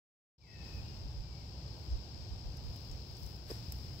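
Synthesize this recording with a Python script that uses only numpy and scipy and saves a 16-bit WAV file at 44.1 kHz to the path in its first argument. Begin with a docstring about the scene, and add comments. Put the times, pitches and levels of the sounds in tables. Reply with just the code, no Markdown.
"""A woodland floor fades in, heard from a hand-held phone: wind rumbles and sighs in the trees under
a steady, distant insect chorus, whose buzz is sharpened and pulled left by a port resonance near 5 kHz.
A far bird whistles at first, its tones reverberating among the trunks. Then air buffets come and go,
and dry leaves tick and rustle. Near the end come one soft scuff and bump, and a twig cracks."""
import sys
import numpy as np
from scipy import signal
from scipy.fft import rfft, irfft
from scipy.io import wavfile
from scipy.ndimage import uniform_filter1d

SR = 44100
rng = np.random.default_rng(int(sys.argv[2]) if len(sys.argv) > 2 else 0)


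def generate_wav(sig):
    """Save sig (samples, or channels by samples) to the path in sys.argv[1] as 16-bit PCM at SR."""
    pcm = np.round(np.clip(np.atleast_2d(sig).T, -1, 1) * 32767).astype(np.int16)
    wavfile.write(sys.argv[1], SR, pcm)


N = 176400
T = np.arange(N) / SR
SIDE = np.array([[1], [-1]])  # opposite polarity in left and right

def undb(db):
    """Amplitude ratio of a level in decibels."""
    return 10 ** (np.asarray(db) / 20)

def unit(x):
    """Normalisation to rms 1."""
    return x / np.sqrt(np.mean(x ** 2))

def envelope(points):
    """Amplitude envelope through (time [s], level [dB]) points."""
    return undb(np.interp(T, *np.array(points).T))

def colour(x, points):
    """Zero-phase filtering through (frequency [Hz], gain [dB]) points."""
    hz, db = np.array(points).T
    bins = np.maximum(np.arange(N // 2 + 1) * SR / N, 1)
    return irfft(rfft(x) * undb(np.interp(np.log(bins), np.log(hz), db)), N)

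def drift(rate_hz):
    """Smooth random modulation of rms 1."""
    hold = int(SR / rate_hz)
    steps = np.repeat(rng.standard_normal(N // hold + 1), hold)
    return unit(uniform_filter1d(uniform_filter1d(steps, hold), hold)[:N])

def phase(hz):
    """Phase as the time integral of frequency."""
    return 2 * np.pi * np.cumsum(hz) / SR

def air(spectrum, side_spectrum):
    """Mid-side noise whose width depends on frequency."""
    mid, side = colour(rng.standard_normal((2, N)), spectrum)
    return unit(mid + SIDE * colour(side, side_spectrum))

def rightward(x, db):
    """A level difference between the channels shifts a sound to the right."""
    return x * undb(-SIDE * db / 2)

# spectrum of the wind's rumble (frequency [Hz], relative density [dB])
RUMBLE_SPECTRUM = [(15, -31), (25, -18), (42, -13), (58, 2), (82, -4), (125, -4), (180, -15), (260, -24.5),
                   (500, -45.5)]
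# its stereo width (frequency [Hz], side against mid [dB])
RUMBLE_WIDTH = [(30, -5), (60, -9), (130, -18.5), (300, -5)]
def rumble():
    """Turbulence in the wind: low noise with a fluttering level."""
    return air(RUMBLE_SPECTRUM, RUMBLE_WIDTH) * undb(-47.5 + drift(12))

# spectrum of wind in the trees (frequency [Hz], relative density [dB])
TREE_SPECTRUM = [(100, -2.5), (230, 2), (330, 3), (440, -0.5), (560, -2.5), (850, -5), (1250, -16),
                 (1600, -19), (1950, -30), (2800, -29), (5000, -27.5), (8000, -45), (15000, -39)]
# its stereo width (frequency [Hz], side against mid [dB])
TREE_WIDTH = [(200, -13), (400, -9.5), (700, -5.5), (1200, 0), (3000, 9)]
def treetops():
    """Flow noise in the trees: an even, broadband sigh."""
    return air(TREE_SPECTRUM, TREE_WIDTH) * undb(-59.5 + .4 * drift(4.5))

# buffets of air (time [s], level [dB])
AIR_BUFFETS = [(1.059, -40.5), (1.19, -39), (1.936, -32), (2.33, -40), (2.478, -38.5), (2.67, -39),
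               (2.92, -43), (3.24, -42.5), (3.76, -49)]
def buffets(hz=56.86, sigma_s=.023, side_db=-4):
    """Pressure fluctuations: Gaussian pulses of a low, wavering tone."""
    mid, side = (np.sin(phase(hz * (1 + .2 * drift(50)))) for _ in range(2))
    push = sum(undb(db) * np.exp(-.5 * ((T - at) / sigma_s) ** 2) for at, db in AIR_BUFFETS)
    return push * (mid + SIDE * undb(side_db) * side)

# spectrum of the insect chorus (frequency [Hz], relative density [dB])
CHORUS_SPECTRUM = [(1700, -30), (2400, -3), (3500, -1), (4400, 3), (5100, 2.5), (6000, -1.5), (7700, -1.5),
                   (9000, -7.5), (15000, -10)]
def insects(count=6, pulse_hz=61.66, depth=.44, sway_db=3.05):
    """Incoherent summation: far rasps, each amplitude-modulated at its own rate, merge into a buzz."""
    chorus = 0
    for _ in range(count):
        rate_hz = pulse_hz * np.exp(.4 * rng.standard_normal()) * (1 + .0309 * drift(4))
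        pulsing = 1 + depth * np.cos(phase(rate_hz))
        sway = undb(-sway_db * drift(5.37))
        chorus += pulsing * sway * rng.standard_normal((2, N))
    return unit(colour(chorus, CHORUS_SPECTRUM)) * undb(-67)

# bird whistles (onset [s], duration [s], first frequency [Hz], last frequency [Hz], level [dB])
BIRD_WHISTLES = [(0.401, .095, 2556, 1930, -62.5), (.46, .17, 2006, 1740, -65.5),
                 (0.424, 0.227, 2648, 2570, -63), (0.607, 0.202, 2563, 2440, -70.5),
                 (0.833, 0.096, 2817, 2813, -71), (1.167, 0.28, 2520, 2150, -75)]
def bird(ease=.72, t60_s=.98, direct_gain=.64):
    """Reverberation: pure gliding whistles are smeared by reflections among the trunks."""
    warble = 1 + .00804 * drift(59.17)
    song = 0
    for onset, duration, first, last, db in BIRD_WHISTLES:
        progress = np.clip((T - onset) / duration, 0, 1)
        glide = (1 - np.exp(-ease * progress)) / (1 - np.exp(-ease))
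        hz = first + (last - first) * glide
        arch = np.sqrt(4 * progress * (1 - progress))
        song += undb(db) * arch * np.sin(phase(hz * warble))
    decay = np.exp(-np.log(1000) * T / t60_s)
    reflections = unit(rng.standard_normal((2, N)) * decay) / np.sqrt(N)
    return direct_gain * song + signal.fftconvolve(song[None], reflections, axes=1)[:, :N]

# spectrum of dry leaves (frequency [Hz], relative density [dB])
LEAF_SPECTRUM = [(500, -20), (2000, -2.5), (4500, -3), (7000, -2.5), (10000, 16.5), (13500, 16.5),
                 (16000, 29.5)]
# course of their rustle (time [s], level [dB])
RUSTLE_LEVELS = [(.4, -89), (.75, -66.5), (1.15, -88), (1.6, -93), (1.78, -68), (2.03, -76), (2.2, -92),
                 (2.52, -74.5), (2.78, -63), (3.05, -68), (3.26, -56.5), (3.41, -70), (3.55, -65),
                 (3.66, -64), (3.76, -59), (3.88, -67), (4, -62)]
def leaves(crackles_per_s=1400, spread_db=1):
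    """Shot noise: tiny crackles arrive at random over a papery hiss."""
    arrivals = rng.random(N) < crackles_per_s / SR
    strengths = undb(spread_db * np.minimum(rng.exponential(size=N), 4))
    crackle = unit(arrivals * strengths * rng.standard_normal((2, N)))
    hiss = .94 * rng.standard_normal((2, N))
    rustle = unit(colour(crackle + hiss, LEAF_SPECTRUM))
    return rightward(rustle * envelope(RUSTLE_LEVELS), db=29)

# spectrum of the scuff (frequency [Hz], relative density [dB])
SCUFF_SPECTRUM = [(300, 0), (700, 10), (1500, 10), (2600, 6), (5000, 10), (7000, 6), (10000, 12.5),
                  (12500, 15), (15500, 12)]
# its rise and fall (time [s], level [dB])
SCUFF_LEVELS = [(3.45, -75), (3.49, -53.5), (3.511, -47), (3.525, -52), (3.565, -57), (3.62, -66)]
def scuff():
    """Friction noise: one brief slide through the leaf litter."""
    friction = unit(colour(rng.standard_normal((2, N)), SCUFF_SPECTRUM))
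    return rightward(friction * envelope(SCUFF_LEVELS), db=6.5)

# knocks against the phone (onset [s], frequency [Hz], envelope peak [dB], time constant [s])
PHONE_KNOCKS = [(3.5002, 460, -41.5, 0.0026), (3.5053, 470, -40, 0.0023), (3.5098, 5080, -58.5, .0015),
                (3.5156, 386, -33.5, 0.001)]
def handling():
    """Heavily damped oscillation: a quick run of dull bumps with a light tap among them."""
    knocks = 0
    for onset, hz, db, tau in PHONE_KNOCKS:
        age = np.maximum(T - onset, 0)
        pulse = age / tau * np.exp(1 - age / tau)
        knocks += undb(db) * pulse * np.sin(2 * np.pi * hz * age)
    return knocks

# spectrum of a snap (frequency [Hz], gain [dB])
SNAP_SPECTRUM = [(500, -16), (2500, -12), (4500, -9), (6200, 3.5), (7300, -1.5), (9000, 4.5), (12000, 6),
                 (13300, 12.5), (16000, 2)]
# leaves and twigs snapping (onset [s], gain [dB], time constant [s], treble gain [dB])
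FRACTURES = [(2.57, -52.5, .004, 0.5), (2.762, -51.5, 0.0047, 0), (2.914, -45, 0.0042, -16),
             (3.168, -45, 0.0022, -14), (3.233, -47, .002, -5), (3.263, -46, 0.0024, 0),
             (3.362, -52, 0.0023, -2), (3.6875, -59, .001, -3), (3.722, -38.5, .0021, 4),
             (3.730, -51, .001, -3), (3.7385, -50, .001, -5), (3.782, -55, .001, 5)]
def snaps(treble_edge_hz=8500):
    """Brittle fracture: noise bursts decay within milliseconds, some duller than others."""
    noise = colour(rng.standard_normal((2, N)), SNAP_SPECTRUM)
    body = signal.sosfiltfilt(signal.butter(4, treble_edge_hz, fs=SR, output="sos"), noise)
    treble = noise - body
    cracks = 0
    for onset, db, tau, treble_db in FRACTURES:
        decay = (T >= onset) * np.exp(-np.abs(T - onset) / tau)
        cracks += undb(db) * decay * (body + undb(treble_db) * treble)
    return rightward(cracks, db=5)

def scene():
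    """Superposition of all sources at the two microphones."""
    wind = rumble() + treetops() + buffets()
    return wind + insects() + bird() + leaves() + scuff() + handling() + snaps()

# response of the left microphone port, resonant near 5 kHz (frequency [Hz], gain [dB])
LEFT_RESPONSE = [(100, 1), (500, 2.5), (1500, 3.5), (2400, 9), (3600, 9), (4500, 13), (4950, 19.5),
                 (5250, 20.5), (5600, 12.5), (6400, 3), (7800, -7), (8200, -22), (11000, -16),
                 (13500, -9.5), (14900, 0), (16000, -6)]
# response of the right port (frequency [Hz], gain [dB])
RIGHT_RESPONSE = [(100, 2), (500, 0), (2000, 1.5), (4000, -1), (5200, -2.5), (6500, -3), (7700, 3.5),
                  (9300, -11.5), (11000, -9.5), (12500, -6.5), (16000, -13)]
# the phone's fade-in (time [s], gain [dB])
FADE_IN = [(.374, -90), (.382, -24.5), (.42, -14), (.48, -9), (.66, 0.5), (.95, .5), (1.2, -1), (1.8, 0),
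           (4, -0.5)]
def record(dry, cutoff_hz=15700):
    """Port resonance colours each side; the level fades in and a low-pass limits the bandwidth."""
    ported = np.array([colour(dry[0], LEFT_RESPONSE), colour(dry[1], RIGHT_RESPONSE)])
    lowpass = signal.ellip(10, .2, 70, cutoff_hz, fs=SR, output="sos")
    return signal.sosfilt(lowpass, ported * envelope(FADE_IN))

dry = scene()
out = record(dry)
generate_wav(out)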